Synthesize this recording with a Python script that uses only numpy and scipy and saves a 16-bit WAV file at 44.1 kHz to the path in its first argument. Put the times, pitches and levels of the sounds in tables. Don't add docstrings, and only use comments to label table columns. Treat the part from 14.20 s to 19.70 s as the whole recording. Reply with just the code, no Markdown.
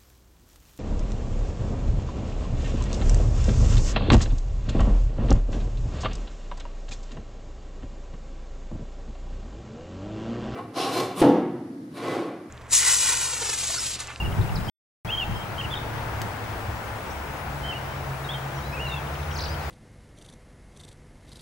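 import sys
import numpy as np
from scipy import signal
from scipy.fft import rfft, irfft, next_fast_len
from scipy.io import wavfile
from scipy.ndimage import uniform_filter1d, map_coordinates

SR = 44100
rng = np.random.default_rng(int(sys.argv[2]) if len(sys.argv) > 2 else 0)


def put_to_file(sound):
    columns = np.atleast_2d(sound).T
    safe = np.clip(columns, -1, 1)
    whole_steps = np.round(safe * 32767)
    wavfile.write(sys.argv[1], SR, whole_steps.astype(np.int16))


N = 242550


def amp(db):
    return 10 ** (np.asarray(db) / 20)


def unit_rms(x):
    return x / np.sqrt(np.mean(x ** 2) + 1e-20)


def clock():
    return np.arange(N) / SR


def log_interp(points, hz):
    knots_hz, values = np.transpose(points)
    return np.interp(np.log(hz + 1), np.log(knots_hz + 1), values)


def curve(rows):
    times_s, values = np.transpose(rows)[:2]
    return np.interp(clock(), times_s, values)


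def wobble(rate_hz, size=N):
    knots = rng.standard_normal(N // 20)
    return map_coordinates(knots, [np.arange(size) / SR * rate_hz], mode="wrap")


def swell(peak_s, rise_s, fall_s):
    t = clock() - peak_s
    return np.exp(-.5 * (t / np.where(t < 0, rise_s, fall_s)) ** 2)


def gate(t, length_s, attack_s, release_s):
    return np.clip(t / attack_s, 0, 1) * np.clip((length_s - t) / release_s, 0, 1)


def tone(hz):
    return np.sqrt(2) * np.sin(2 * np.pi * (np.cumsum(hz) / SR + rng.random()))


def filtered(x, response):
    size = next_fast_len(N + SR // 2)
    hz = np.fft.rfftfreq(size, 1 / SR)
    return irfft(rfft(x, size) * response(hz), size)[..., :N]


def mix_in(out, start_s, sound):
    part = out[max(round(start_s * SR), 0):][:len(sound)]
    part += sound[:len(part)]


# f/Hz, correlation (clipped to 1)
COHERENCE = [(60, 2.45), (130, 1.3), (290, 0.62), (640, 0.64), (1410, 0.36), (3100, 0), (6820, 0.34),
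             (15000, 0.81)]
# f/Hz, left minus right/dB
BALANCE = [(60, -0.5), (110, 1), (200, 3), (380, -0.5), (700, 4.5), (1290, 4.5), (2380, 6.0), (4400, 1.5),
           (8120, 0.5), (15000, 0.5)]

def stereo_noise(spectrum, patchy_db):
    def mid_side_gains(hz):
        angle = np.arccos(np.clip(log_interp(COHERENCE, hz), -1, 1)) / 2
        return amp(log_interp(spectrum, hz)) * [np.cos(angle), np.sin(angle)]

    bins = signal.stft(rng.standard_normal((2, N)), nperseg=512)[2]
    patches = uniform_filter1d(rng.standard_normal(bins.shape[1:]), size=6, axis=0)
    patches = unit_rms(uniform_filter1d(patches, size=16, axis=1))
    pair = signal.istft(bins * amp(patchy_db * patches), nperseg=512)[1][:, :N]
    mid, side = filtered(pair, mid_side_gains)
    stereo = np.array([mid + side, mid - side])
    return unit_rms(filtered(stereo, lambda hz: amp(np.outer([.5, -.5], log_interp(BALANCE, hz)))))


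# f/Hz, relative density/dB
HISS_SPECTRUM = [(2000, -16), (5000, 3), (7500, 0.5), (10000, 0), (12000, -2.5), (15500, -7)]
# f/Hz, level/dB, jitter/Hz
WHINE_TONES = [(11725, -70.5, 18), (15625, -57.5, 11)]

def camera(hiss_db=-52, flutter=.1):
    whine = sum(amp(db) * (1 + flutter * wobble(120)) * tone(hz + jitter_hz * wobble(160))
                for hz, db, jitter_hz in WHINE_TONES)
    return amp(hiss_db) * stereo_noise(HISS_SPECTRUM, patchy_db=1.6) + whine


# peak t/s, rise/s, fall/s, f at peak/Hz, glide/(Hz/s), level/dB
ENGINE_SWELLS = [(1.6, .5, 0.28, 137, 0.5, -40.5), (2.05, 0.66, .55, 108.5, 0, -37),
                 (2.3, 0.25, 0.16, 102, -39.5, -41.5), (3.5, 0.28, 0.091, 142.5, 4, -40),
                 (3.6, 0.83, 0.26, 67, -0.5, -41), (3.7, 0.099, .15, 90, -20, -41),
                 (4.2, 0.52, 0.55, 134.5, 1, -36), (4.85, 0.95, 0.57, 146.5, 4.5, -38),
                 (5.4, 1, .5, 69.8, 2.5, -37), (5.3, 0.41, .6, 83.3, 2.5, -35.5)]

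def engines(unsteady_db=1.0, drift_hz=0.84, spread=0.089):
    out = np.zeros((2, N))
    for peak_s, rise_s, fall_s, peak_hz, glide_hz_per_s, db in ENGINE_SWELLS:
        hz = peak_hz + glide_hz_per_s * (clock() - peak_s)
        exhaust = tone(hz + drift_hz * wobble(7))
        stray = spread * np.array([[1], [-1]]) * wobble(6) * tone(hz)
        out += amp(db + unsteady_db * wobble(9.8)) * swell(peak_s, rise_s, fall_s) * (exhaust + stray)
    return out


# t/s, level/dB
TYRE_LEVELS = [(0, -38.5), (1.0, -37.8), (2.0, -36), (2.3, -37), (4.6, -37.5), (5.5, -36.6)]
# f/Hz, relative density/dB
TYRE_SPECTRUM = [(120, -29), (200, -4.5), (222, -3), (254, -9), (322, -4.5), (408, -6.5), (440, -3),
                 (474, -4.5), (859, -1), (1110, -5.5), (1430, -5.5), (2430, -13), (3640, -20.5),
                 (7000, -32.5), (9100, -64.5), (15400, -120)]
# f/Hz, relative density/dB
RUMBLE_SPECTRUM = [(15, -15), (35, -11), (65, 3.5), (110, -2), (150, -3.5), (220, -17), (300, -12.5),
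                   (600, -46.5)]

def traffic(tyre_gain_db=2.5, rumble_db=-40, engine_gain_db=-1):
    tyres = amp(curve(TYRE_LEVELS) + tyre_gain_db) * stereo_noise(TYRE_SPECTRUM, patchy_db=0.5)
    rumble = amp(rumble_db + 1.5 * wobble(6.4)) * stereo_noise(RUMBLE_SPECTRUM, patchy_db=1.64)
    return tyres + rumble + amp(engine_gain_db) * engines()


# f/Hz, relative density/dB
WIND_SPECTRUM = [(15, -8), (45, -1), (75, -5.5), (105, 2), (150, -6), (205, -6.5), (260, -20.5), (350, -14),
                 (900, -52.5)]
# peak t/s, sigma/s, level/dB
WIND_GUSTS = [(0.033, 0.051, -22.5), (0.21, 0.047, -24), (0.37, 0.056, -23), (0.48, .02, -28.5),
              (1.107, 0.047, -31)]

def wind(breeze_db=-33.5, breeze_db_per_s=-4, spread=0.53, lumps_db=0.5):
    shared = stereo_noise(WIND_SPECTRUM, patchy_db=-2.5)
    side = stereo_noise(WIND_SPECTRUM, patchy_db=-4.5)[0]
    buffeting = unit_rms(shared + spread * np.array([side, -side]))
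    gusts = sum(amp(db) * swell(peak_s, sigma_s, sigma_s) for peak_s, sigma_s, db in WIND_GUSTS)
    breeze = amp(breeze_db + breeze_db_per_s * clock())
    return np.hypot(gusts, breeze) * amp(lumps_db * wobble(23)) * buffeting


# delay/s, t60/s, level/dB
TREE_ECHOES = [(.002, .09, -9), (0.018, 0.65, -12.5), (0.22, .16, -18)]

def tree_echoes(x, wet_db=0, bright_db=5):
    t = np.arange(SR) / SR
    impulse = np.zeros((2, SR))
    for delay_s, t60_s, db in TREE_ECHOES:
        burst = rng.standard_normal((2, SR)) * (t > delay_s) * amp(-60 * np.abs(t - delay_s) / t60_s)
        impulse += amp(db) * burst / np.linalg.norm(burst[0])
    wet = signal.fftconvolve(x[None], impulse, axes=1)[:, :N]
    colour = [(3000, 0), (4500, bright_db), (9000, 0)]
    return filtered(wet, lambda hz: amp(wet_db + log_interp(colour, hz)))


# t/s, level/dB
TICK_ONSETS = [(2.0171, -21)]
# f/Hz, relative level/dB, t60/s
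RING_MODES = [(1900, -2, 0.0055), (3000, -2, 0.0072), (4500, 0, 0.0045), (4870, -4, 0.0051),
              (6360, -3, 0.0043), (7700, -4, .005)]

def tick(attack_s=0.00031, crack_db=-6, crack_t60_s=0.012):
    out = np.zeros(N)
    for start_s, db in TICK_ONSETS:
        t = np.maximum(clock() - start_s, 0)
        ring = sum(amp(mode_db - 60 * t / t60_s) * np.sin(2 * np.pi * (hz * t + rng.random()))
                   for hz, mode_db, t60_s in RING_MODES)
        crack = amp(crack_db - 60 * t / crack_t60_s) * rng.standard_normal(N)
        out += amp(db) * (1 - np.exp(-t / attack_s)) * (ring + crack)
    return out + tree_echoes(out, wet_db=-0.5)


# t/s, f/Hz, level/dB
SONG_LISPS = [(.452, 5280, -53), (1.166, 5130, -54), (4.365, 5820, -55), (4.39, 5600, -56),
              (4.475, 4970, -57), (4.535, 5240, -54), (5.2, 4000, -44), (5.233, 4900, -42)]

def lisps(sigma_s=0.0099, rasp=0.031):
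    envelope = sum(amp(db) * swell(peak_s, sigma_s, sigma_s) for peak_s, _, db in SONG_LISPS)
    return envelope * tone(curve(SONG_LISPS) * (1 + rasp * wobble(980)))


# t/s, f/Hz, level/dB
SONG_CHIPS = [(.128, 2990, -41), (.216, 3700, -44), (.296, 2870, -42), (.413, 3010, -47),
              (4.39, 3050, -47.5), (4.875, 3150, -45), (4.943, 4790, -49), (4.956, 3000, -43),
              (5.033, 3600, -46), (5.085, 3050, -50), (5.116, 2940, -39.5), (5.271, 4400, -43.5),
              (5.265, 2900, -41), (5.284, 3550, -45), (5.347, 3280, -43.5), (5.427, 2740, -46)]

def chips(sigma_s=0.0038, fall_nepers_per_s=18, rasp=.085):
    out = np.zeros(N)
    jitter = 1 + rasp * wobble(1200)
    for peak_s, hz, db in SONG_CHIPS:
        t = np.clip(clock() - peak_s, -.03, .03)
        envelope = amp(db) * np.exp(-.5 * (t / sigma_s) ** 2)
        out += envelope * tone(hz * np.exp(-fall_nepers_per_s * t) * jitter)
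    return out


def syrinx(hz, envelope, waver=0.006, flutter_db=1.7, octave_db=-40):
    hz = hz * (1 + waver * wobble(300, size=len(hz)))
    flutter = amp(flutter_db * wobble(260, size=len(hz)))
    return envelope * flutter * (tone(hz) + amp(octave_db) * tone(2 * hz))


# t/s, f/Hz, level/dB
TRILL_PIPS = [(4.699, 2830, -38), (4.723, 2750, -34), (4.745, 2693, -31.5), (4.766, 2680, -36),
              (4.787, 2590, -41)]

def trill(sigma_s=0.0043):
    pips = sum(amp(db) * swell(peak_s, sigma_s, sigma_s) for peak_s, _, db in TRILL_PIPS)
    return syrinx(curve(TRILL_PIPS), pips)


# top t/s, rise/s, fall/s, first f/Hz, top f/Hz, last f/Hz, rise level/dB, fall level/dB
TWITTER_ZIGZAGS = [(5.139, 0.0095, .03, 5460, 6670, 4120, -40, -36.5),
                   (5.177, 0.0081, 0.024, 4000, 6670, 2690, -39, -33),
                   (5.210, .006, 0.019, 3200, 6450, 2930, -30, -35),
                   (5.243, .006, .022, 3480, 6100, 2660, -31, -35)]

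def twitter(throat_hz=4550, half_width_hz=630, slide_power=1.3, edge_s=0.0012):
    out = np.zeros(N)
    for top_s, rise_s, fall_s, first_hz, top_hz, last_hz, rise_db, fall_db in TWITTER_ZIGZAGS:
        length_s = rise_s + fall_s
        t = np.arange(int(length_s * SR)) / SR
        flick_hz = first_hz + (top_hz - first_hz) * t / rise_s
        slide_hz = top_hz + (last_hz - top_hz) * np.clip((t - rise_s) / fall_s, 0, 1) ** slide_power
        hz = np.where(t < rise_s, flick_hz, slide_hz)
        throat = 1 / np.hypot(1, (hz - throat_hz) / half_width_hz)
        db = np.interp(t, [rise_s - edge_s, rise_s + edge_s], [rise_db, fall_db])
        envelope = amp(db) * throat * gate(t, length_s, edge_s, edge_s)
        mix_in(out, top_s - rise_s, syrinx(hz, envelope))
    return out


# start t/s, length/s, first f/Hz, middle f/Hz, last f/Hz, level/dB, crescendo/dB
SONG_NOTES = [(0.0, 0.033, 2806, 2765, 2660, -32.5, -8), (0.041, 0.033, 2980, 2840, 2830, -36, 8),
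              (0.353, .026, 5800, 4250, 3790, -39.5, -6), (0.463, .033, 4550, 4990, 5530, -52, -2.5),
              (0.48, 0.024, 3040, 3170, 3420, -38, -2), (0.87, .042, 3100, 3400, 3430, -43, -3.5),
              (0.886, 0.027, 2500, 2720, 3050, -31.5, 8), (.913, 0.046, 3050, 3210, 3030, -28.5, 0),
              (0.968, 0.039, 2876, 3235, 2910, -28.5, 4), (1.006, 0.037, 2960, 2796, 2650, -27.5, 2),
              (1.015, 0.038, 3330, 3550, 3480, -48, 0), (1.378, 0.041, 2890, 3160, 2500, -33, 4),
              (1.425, 0.035, 2810, 2974, 2560, -37, 16), (1.499, 0.048, 3130, 3520, 2930, -37, 19),
              (1.552, .034, 3530, 3740, 3030, -38, 0), (2.9, 0.026, 5000, 5800, 6500, -51, 0),
              (3.428, .09, 3010, 3130, 2990, -36, 8), (3.521, .026, 2970, 2680, 3000, -35, 0.5),
              (3.544, 0.04, 2955, 2880, 2840, -37.5, -3), (4.041, .033, 3890, 3730, 3800, -45.5, 2),
              (4.086, .042, 3190, 3450, 3730, -37, -5), (4.132, 0.014, 3150, 3450, 3820, -35, -3.5),
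              (4.143, 0.026, 3150, 3184, 3200, -37, -9.5), (4.417, .088, 3600, 3990, 4020, -51.5, -1),
              (4.518, 0.048, 2260, 2590, 2550, -41, 2), (4.567, 0.037, 2500, 2490, 2680, -37.5, -5),
              (4.596, 0.054, 2660, 2900, 2890, -35.5, -2), (4.647, .034, 2854, 2790, 2680, -35, 1),
              (4.667, .029, 4030, 3990, 3820, -46, -3), (4.698, 0.052, 3770, 3640, 3560, -41.5, 1),
              (4.763, .032, 3420, 3390, 3250, -42.5, 0), (5.105, 0.031, 5800, 5660, 5450, -51, 5),
              (5.279, .069, 4620, 4910, 4940, -47, -8), (5.28, .024, 5700, 5950, 6060, -50, 0),
              (5.383, .115, 4520, 3720, 3540, -58, 3)]

def whistles(attack_share=0.15, release_s=0.0053):
    out = np.zeros(N)
    for start_s, length_s, first_hz, middle_hz, last_hz, db, crescendo_db in SONG_NOTES:
        t = np.arange(int(length_s * SR)) / SR
        progress = t / length_s
        bow_hz = middle_hz - (first_hz + last_hz) / 2
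        hz = first_hz + (last_hz - first_hz) * progress + bow_hz * (1 - (2 * progress - 1) ** 2)
        level = amp(db + crescendo_db * (progress - .5))
        envelope = level * gate(t, length_s, attack_share * length_s, release_s)
        mix_in(out, start_s, syrinx(hz, envelope))
    return out


def thrush(whistle_gain_db=-1, twitter_gain_db=-2.5, pan_db=0.4, left_lead_s=8e-6):
    song = amp(whistle_gain_db) * whistles() + amp(twitter_gain_db) * twitter()
    song += trill() + chips() + lisps()
    sides = np.array([[.5], [-.5]])
    direct = filtered(song, lambda hz: amp(pan_db * sides) * np.exp(2j * np.pi * hz * left_lead_s * sides))
    return direct + tree_echoes(song)


def scene():
    return thrush() + traffic() + wind() + tick() + camera()


def record(dry, mute_from_s=.498, mute_to_s=.848, top_hz=15850):
    live = (clock() < mute_from_s) | (clock() > mute_to_s)
    return filtered(dry * live, lambda hz: hz < top_hz)


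dry = scene()
out = record(dry)
put_to_file(out)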